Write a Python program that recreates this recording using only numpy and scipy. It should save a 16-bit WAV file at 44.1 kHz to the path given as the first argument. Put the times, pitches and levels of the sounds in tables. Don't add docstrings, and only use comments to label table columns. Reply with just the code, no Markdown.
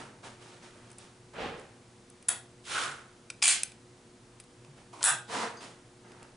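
import sys
import numpy as np
from scipy import signal
from scipy.fft import rfft, irfft, next_fast_len
from scipy.io import wavfile
from scipy.ndimage import map_coordinates

SR = 44100
rng = np.random.default_rng(int(sys.argv[2]) if len(sys.argv) > 2 else 0)


def int16_out(signal):
    q = np.round(np.clip(np.atleast_2d(signal).T, -1, 1) * 32767)
    wavfile.write(sys.argv[1], SR, q.astype(np.int16))


N = 280476

TOP_HZ = 10400
# frequency in Hz, relative density in dB per Hz.
AIR_TONE = [(12, -35), (20, -10), (80, -12), (122, 1.5), (146, -7.5), (240, -4.5), (329, -9.5), (356, -6),
            (395, -12), (474, -13.5), (889, -16), (1040, -17.5), (1320, -19), (2740, -23.5), (10400, -26.5),
            (13500, -54), (22000, -120)]
AIR_RMS_DB = -57.5
# frequency in Hz, rms level in dB.
HUM_LINES = [(120, -66.5), (240, -73), (360, -65), (480, -70)]
# frequency in Hz, side relative to mid in dB.
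SIDE_WIDTH = [(100, -30), (340, -13.5), (600, -9.5), (1100, -7), (3000, -6), (10000, -11.5)]

# start in seconds, hold in seconds, rub level in dB, hiss level in dB.
FINGER_SHIFTS = [(-0.03, 0.011, -44.5, -52), (0.22, 0.027, -49, -53), (0.39, 0.13, -56.5, -59),
                 (0.607, 0.036, -55, -58), (0.717, 0.17, -60.5, -66.5), (0.969, 0.042, -58.5, -58),
                 (1.552, 0.017, -57, -61.5), (4.75, 0.0041, -60, -65), (5.595, 0.022, -48.5, -49.5),
                 (6.027, 0.16, -58, -69), (6.199, 0.0069, -57, -69)]
FINGER_ATTACK_S = 0.026
# frequency in Hz, relative density in dB per Hz.
FINGER_TONE = [(120, -18), (200, -3), (738, -4.5), (829, -7.5), (915, -1.5), (994, -9.5), (1270, -5.5),
               (1450, -7.5), (4190, -18), (10400, -23), (13500, -53), (22000, -120)]
PULL_TONE = [(18, -39), (30, -14), (69, -10), (112, -11.5), (278, -4.5), (347, -9), (454, 0.5), (705, -10),
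             (796, -1), (922, -13.5), (1070, -10.5), (3060, -14), (4400, -21.5), (6000, -29), (10400, -38),
             (13500, -70), (22000, -120)]
LET_GO_TONE = [(100, -26), (300, -11), (550, -9.5), (900, -8.5), (1180, -4), (1320, -0.5), (1560, -4),
               (1850, -8.5), (2600, -13), (3500, -14.5), (4600, -19.5), (7000, -21), (10400, -21)]
PRESS_TONE = [(180, -32), (300, -3), (461, -6), (527, -10), (983, 2.5), (1730, -19), (2290, -10),
              (2900, -19), (8450, -20), (10400, -21), (13500, -50), (22000, -120)]
REGRIP_TONE = [(59, -59), (100, -22), (226, -7), (390, -12), (473, -0.5), (532, -12.5), (726, -5),
               (784, -12), (953, -1.5), (1050, -7), (2620, -15), (3710, -12.5), (10400, -21), (13500, -56),
               (22000, -120)]
HISS_POWER = 1.285

# start in seconds, level in dB.
PALM_THUMPS = [(0.026, -46.5), (2.877, -45), (4.68, -43.5), (5.109, -42)]
THUMP_HZ, THUMP_ATTACK_S, THUMP_T60_S = 140, 0.0093, .25

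# start in seconds, relative level in dB, time to fall 60 dB in seconds.
TAP_CONTACTS = [(0.236, -38, 0.054), (1.336, -36, .05), (4.647, -44, .03), (4.777, -43, 0.037),
                (4.931, -39, 0.039), (5.008, -28.5, 0.11)]
CATCH_CONTACTS = [(2.283, -38, .02), (2.2853, -11, 0.013), (2.2882, -10, 0.018), (2.2903, -10.5, 0.013),
                  (2.2985, -35, 0.023), (2.307, -42, 0.023)]
RELEASE_CONTACTS = [(3.4195, -28, 0.034), (3.4243, -11.5, 0.018), (3.4278, -10.5, 0.0071)]
RUN_CONTACTS = [(3.428, -17, 0.0095), (3.4315, -12.5, 0.013), (3.438, -11, 0.024), (3.4435, -13, 0.02),
                (3.449, -19, .014), (3.4563, -8.5, 0.0088), (3.4692, -15.5, 0.016), (3.4793, -9, 0.024)]
TRIP_CONTACTS = [(5.023, -35, 0.061), (5.029, -12.5, 0.017)]
ACTION_CONTACTS = [(5.040, -8.5, 0.017), (5.049, -13, 0.031), (5.056, -13, 0.028), (5.095, -15, 0.0062)]
# start in seconds, relative pin level in dB,
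# lever knock relative to pin in dB, time to fall 60 dB in seconds.
LOOSE_TICKS = [(0.9028, -47, 3, 0.021), (0.915, -41.5, -5, 0.027), (0.929, -45, -6, 0.016),
               (0.984, -36.5, -8, 0.028), (1.5968, -42, -11, 0.013), (2.101, -39, -12, 0.01),
               (2.2264, -40, -4, 0.013), (2.653, -51, 9, .05), (3.3011, -30, 6, 0.027),
               (3.6334, -10.5, -10, 0.013), (3.719, -40.5, -0.5, 0.017), (4.4, -38.5, -2, 0.036),
               (4.439, -47, -1, 0.017), (4.648, -51.5, 7.5, 0.012), (6.119, -51, 10.5, 0.012),
               (6.2286, -44, 2.5, 0.019)]

# centre in Hz, width in Hz, relative level in dB.
GRIP_MODES = [(520, 310, 0), (950, 260, 3), (2310, 1000, -14)]
PIN_MODES = [(6100, 400, -15), (8000, 450, -4), (8870, 630, 2.5), (9820, 410, -0.5)]
LEVER_MODES = [(1530, 450, -11.5), (2460, 450, 2.5), (3460, 690, -4), (4870, 320, -1)]
FRAME_MODES = [(944, 100, -6), (1594, 316, 2.5), (2580, 420, -9.5), (3460, 770, -8), (5630, 1800, -15),
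               (7300, 910, -9), (7960, 500, -0.5), (9360, 810, -2.5), (9850, 440, -1.5)]
SLIDE_MODES = [(910, 87, -15), (1620, 86, -10), (2000, 300, -25), (2400, 320, 2), (3110, 1050, 0),
               (4270, 890, -2.5), (5070, 530, -3.5), (6630, 1200, 0.5), (7700, 700, 3), (8850, 740, 1.5),
               (9500, 300, -20)]
RAIL_MODES = [(1300, 150, -6), (1465, 120, -0.5), (2300, 700, -15)]
SPRING_MODES = [(4800, 70, 0), (6340, 120, -9)]
# frequency in Hz, relative level in dB.
PIN_RING = [(1520, -8), (6200, 0)]
SLIDE_RING = [(2282, 2), (2357, 2.5), (4020, -24), (4297, -22), (7160, 5), (7631, 1), (8572, -3),
              (9420, -2), (9524, -3)]
FRAME_RING = [(1440, 1), (1508, 0), (1570, 2), (1647, -10), (7790, -2), (7845, 1), (8020, -4), (9915, -5)]
# frequency in Hz, time to fall 60 dB in seconds.
FRAME_DECAY = [(500, 0.38), (1500, 0.3), (4000, 0.32), (10000, 0.22)]
SLIDE_DECAY = [(500, 0.45), (1500, 0.36), (4000, 0.35), (10000, 0.21)]
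RAIL_DECAY = [(1400, 0.54), (4000, 0.24)]


def amp(db):
    return 10 ** (np.asarray(db) / 20)


def unit(x):
    return x / np.sqrt(np.mean(x ** 2) + 1e-20)


def along(points, hz):
    f, v = np.transpose(points)
    return np.interp(np.log(hz + 1), np.log(f), v)


def clock_s():
    return np.arange(N) / SR


def pan(db):
    return amp([[db / 2], [-db / 2]])


def wobble(rate_hz):
    knots = rng.standard_normal(int(N * rate_hz / SR) + 4)
    return map_coordinates(knots, [clock_s() * rate_hz])


def filtered(x, response):
    m = next_fast_len(N + SR // 2)
    return irfft(rfft(x, m) * response(np.fft.rfftfreq(m, 1 / SR)), m)[..., :N]


def resonate(x, modes, tilt_db_per_oct=0, low_hz=620):
    def body(f):
        peaks = sum(amp(db) * 1j * f * w / (c * c - f * f + 1j * f * w) for c, w, db in modes)
        radiation = f * f / (f * f - low_hz ** 2 - 1j * f * low_hz)
        return peaks * radiation * amp(tilt_db_per_oct * np.log2(f + 1))

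    def unit_body(f):
        gain = body(f)
        return gain / np.sqrt(np.mean(abs(gain) ** 2))
    return filtered(x, unit_body)


def spread(pair):
    side = filtered(pair[1], lambda f: amp(along(SIDE_WIDTH, f)))
    return np.array([pair[0] + side, pair[0] - side])


def ring_on(x, decay, build_s=0.0066):
    hz, t, z = signal.stft(rng.standard_normal((2, SR * 3 // 4)), SR, nperseg=256)
    fade = 10 ** (-3 * t / along(decay, hz)[:, None]) * (1 - np.exp(-t / build_s))
    tail = signal.istft(z * fade, SR, nperseg=256)[1]
    tail = tail / np.linalg.norm(tail[0])
    return spread(signal.fftconvolve(x[None], tail, axes=1)[:, :N])


def metal(force, lines, t60_s):
    t = np.arange(SR // 2) / SR
    ring = 0
    for hz, db in lines:
        phase = rng.uniform(0, 2 * np.pi) + 0.38 * rng.standard_normal((2, 1))
        life_s = t60_s * (1500 / hz) ** .25
        ring = ring + amp(db - 60 * t / life_s) * np.sin(2 * np.pi * hz * t + phase)
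    ring = ring / np.linalg.norm(ring[0])
    return signal.fftconvolve(force[None], ring, axes=1)[:, :N]


def contacts(rows):
    force, t = np.zeros(N + SR), np.arange(SR // 10) / SR
    for start_s, db, length_s in rows:
        crack = amp(db - 60 * t / length_s) * rng.choice([-1, 1], len(t))
        force[round(start_s * SR):][:len(t)] += crack
    return force[:N] / 2


def chatter(peak_s, db, rise_s, fall_s, rate_hz):
    t = clock_s() - peak_s
    impacts = (rng.random(N) < rate_hz / SR) * rng.standard_normal(N)
    swell = np.exp(-(t / np.where(t < 0, rise_s, fall_s)) ** 2)
    return amp(db) * unit(impacts) * swell


def clack(force, modes, decay, db, tilt_db, tail_db, dulling_db, pan_db):
    direct = resonate(force, modes, tilt_db)
    tail = amp(tail_db) * ring_on(resonate(force, modes, tilt_db - dulling_db), decay)
    return amp(db) * (direct + tail) * pan(pan_db)


def background():
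    noise = spread(rng.standard_normal((2, N)))
    air = unit(filtered(noise, lambda f: amp(along(AIR_TONE, f)) * (f < TOP_HZ)))
    hum = 0
    for hz, db in HUM_LINES:
        phase = 2 * np.pi * hz * clock_s() + 0.32 * wobble(4.05)
        hum = hum + amp(db) * np.sqrt(2) * np.sin(phase)
    return amp(AIR_RMS_DB) * air + hum


def stroke(tone, start_s, attack_s, hold_s, fade_db_per_s, rub_db, hiss_db, rough_db, pan_db, hiss_lead_s=0):
    def pressure(t):
        fade_db = -fade_db_per_s * np.maximum(t - attack_s - hold_s, 0)
        return np.clip(t / attack_s, 0, 1) * amp(fade_db)

    def dull(f):
        return 1 / (1 + (f / 2500) ** 8)

    t = clock_s() - start_s
    noise = spread(rng.standard_normal((2, N))) * amp(rough_db * wobble(350))
    rub = unit(filtered(noise, lambda f: amp(along(tone, f)) * dull(f)))
    hiss = unit(filtered(noise, lambda f: amp(along(tone, f)) * (1 - dull(f)) * (f < TOP_HZ)))
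    rub = rub * pressure(t)
    hiss = hiss * pressure(t + hiss_lead_s) ** HISS_POWER
    return (rub * amp(rub_db) + hiss * amp(hiss_db)) * pan(pan_db)


def hands():
    shifts = sum(stroke(FINGER_TONE, start_s, FINGER_ATTACK_S, hold_s, fade_db_per_s=109,
                        rub_db=rub_db, hiss_db=hiss_db, rough_db=1.0, pan_db=-1.1)
                 for start_s, hold_s, rub_db, hiss_db in FINGER_SHIFTS)
    pull = stroke(PULL_TONE, start_s=1.326, attack_s=0.083, hold_s=0.049, fade_db_per_s=89,
                  rub_db=-37.5, hiss_db=-47.5, rough_db=0.9, pan_db=-1.0, hiss_lead_s=-0.0035)
    let_go = stroke(LET_GO_TONE, start_s=2.652, attack_s=.1, hold_s=.11, fade_db_per_s=105,
                    rub_db=-38, hiss_db=-37.5, rough_db=1.0, pan_db=-1.5, hiss_lead_s=0.021)
    press = stroke(PRESS_TONE, start_s=4.927, attack_s=0.0052, hold_s=.11, fade_db_per_s=396,
                   rub_db=-51, hiss_db=-58.5, rough_db=1.0, pan_db=-2.0)
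    regrip = stroke(REGRIP_TONE, start_s=5.278, attack_s=0.074, hold_s=0.09, fade_db_per_s=124,
                    rub_db=-34.0, hiss_db=-41, rough_db=0.0, pan_db=-1.3, hiss_lead_s=0.011)
    return shifts + pull + let_go + press + regrip


def thumps():
    def thud(t):
        envelope = (1 - np.exp(-t / THUMP_ATTACK_S)) * amp(-60 * t / THUMP_T60_S)
        return envelope * np.sin(2 * np.pi * THUMP_HZ * t)
    return sum(amp(db) * thud(np.maximum(clock_s() - start_s, 0)) for start_s, db in PALM_THUMPS)


def taps():
    knocks = resonate(contacts(TAP_CONTACTS), GRIP_MODES)
    return amp(-6.5) * knocks + amp(-4.5) * ring_on(knocks, FRAME_DECAY)


def ticks():
    pin_force = contacts([(s, db, length_s) for s, db, _, length_s in LOOSE_TICKS])
    lever_force = contacts([(s, db + knock_db, length_s) for s, db, knock_db, length_s in LOOSE_TICKS])
    touch = resonate(pin_force, PIN_MODES) + amp(-1.0) * resonate(lever_force, LEVER_MODES)
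    tail = amp(-15.5) * ring_on(touch, FRAME_DECAY)
    ring = amp(-18.5) * metal(pin_force, PIN_RING, t60_s=0.17)
    return touch + tail + ring


def slide_catch():
    return clack(contacts(CATCH_CONTACTS), FRAME_MODES, FRAME_DECAY,
                 db=2.5, tilt_db=4.0, tail_db=-5.0, dulling_db=3.5, pan_db=0.5)


def scrape():
    grit = chatter(peak_s=2.772, db=-35.5, rise_s=0.038, fall_s=0.028, rate_hz=900)
    grating = resonate(grit, RAIL_MODES)
    tail = amp(-2.0) * ring_on(grating, RAIL_DECAY)
    return (amp(2.5) * grating + tail) * pan(-0.5)


def slide_run():
    slip = contacts(RELEASE_CONTACTS)
    release = clack(slip, LEVER_MODES, SLIDE_DECAY,
                    db=1.5, tilt_db=2.0, tail_db=-7, dulling_db=1.0, pan_db=1.0)
    rattle = chatter(peak_s=3.497, db=-26.5, rise_s=0.022, fall_s=0.039, rate_hz=3600)
    run = contacts(RUN_CONTACTS) + rattle
    home = clack(run, SLIDE_MODES, SLIDE_DECAY,
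                 db=1.54, tilt_db=0.76, tail_db=-1.0, dulling_db=-0.5, pan_db=-0.5)
    ring = amp(-10) * metal(slip + run, SLIDE_RING, t60_s=0.34)
    return release + home + ring


def action_clack():
    trip = clack(contacts(TRIP_CONTACTS), SLIDE_MODES, FRAME_DECAY,
                 db=1.4, tilt_db=2.8, tail_db=-5, dulling_db=-1.5, pan_db=1.3)
    strike = contacts(ACTION_CONTACTS)
    blow = clack(strike, FRAME_MODES, FRAME_DECAY,
                 db=1.1, tilt_db=2.5, tail_db=1.5, dulling_db=1.0, pan_db=1.5)
    spring = chatter(peak_s=5.075, db=-26.0, rise_s=0.017, fall_s=0.021, rate_hz=7900)
    buzz = clack(spring, FRAME_MODES, FRAME_DECAY,
                 db=-1, tilt_db=-1.36, tail_db=2.5, dulling_db=0.0, pan_db=-2.5)
    ring = amp(-5) * metal(amp(-4) * strike + spring, FRAME_RING, t60_s=0.38)
    return trip + blow + buzz + ring


def ping(start_s, db, t60_s):
    return resonate(contacts([(start_s, db, t60_s)]), SPRING_MODES)


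def scene():
    handling = background() + hands() + thumps() + taps() + ticks()
    mechanism = slide_catch() + scrape() + slide_run() + action_clack()
    return handling + mechanism + ping(start_s=5.569, db=-45, t60_s=0.28)


def record(dry):
    return filtered(dry, lambda f: 1 / np.sqrt(1 + (f / TOP_HZ) ** 160))


dry = scene()
out = record(dry)
int16_out(out)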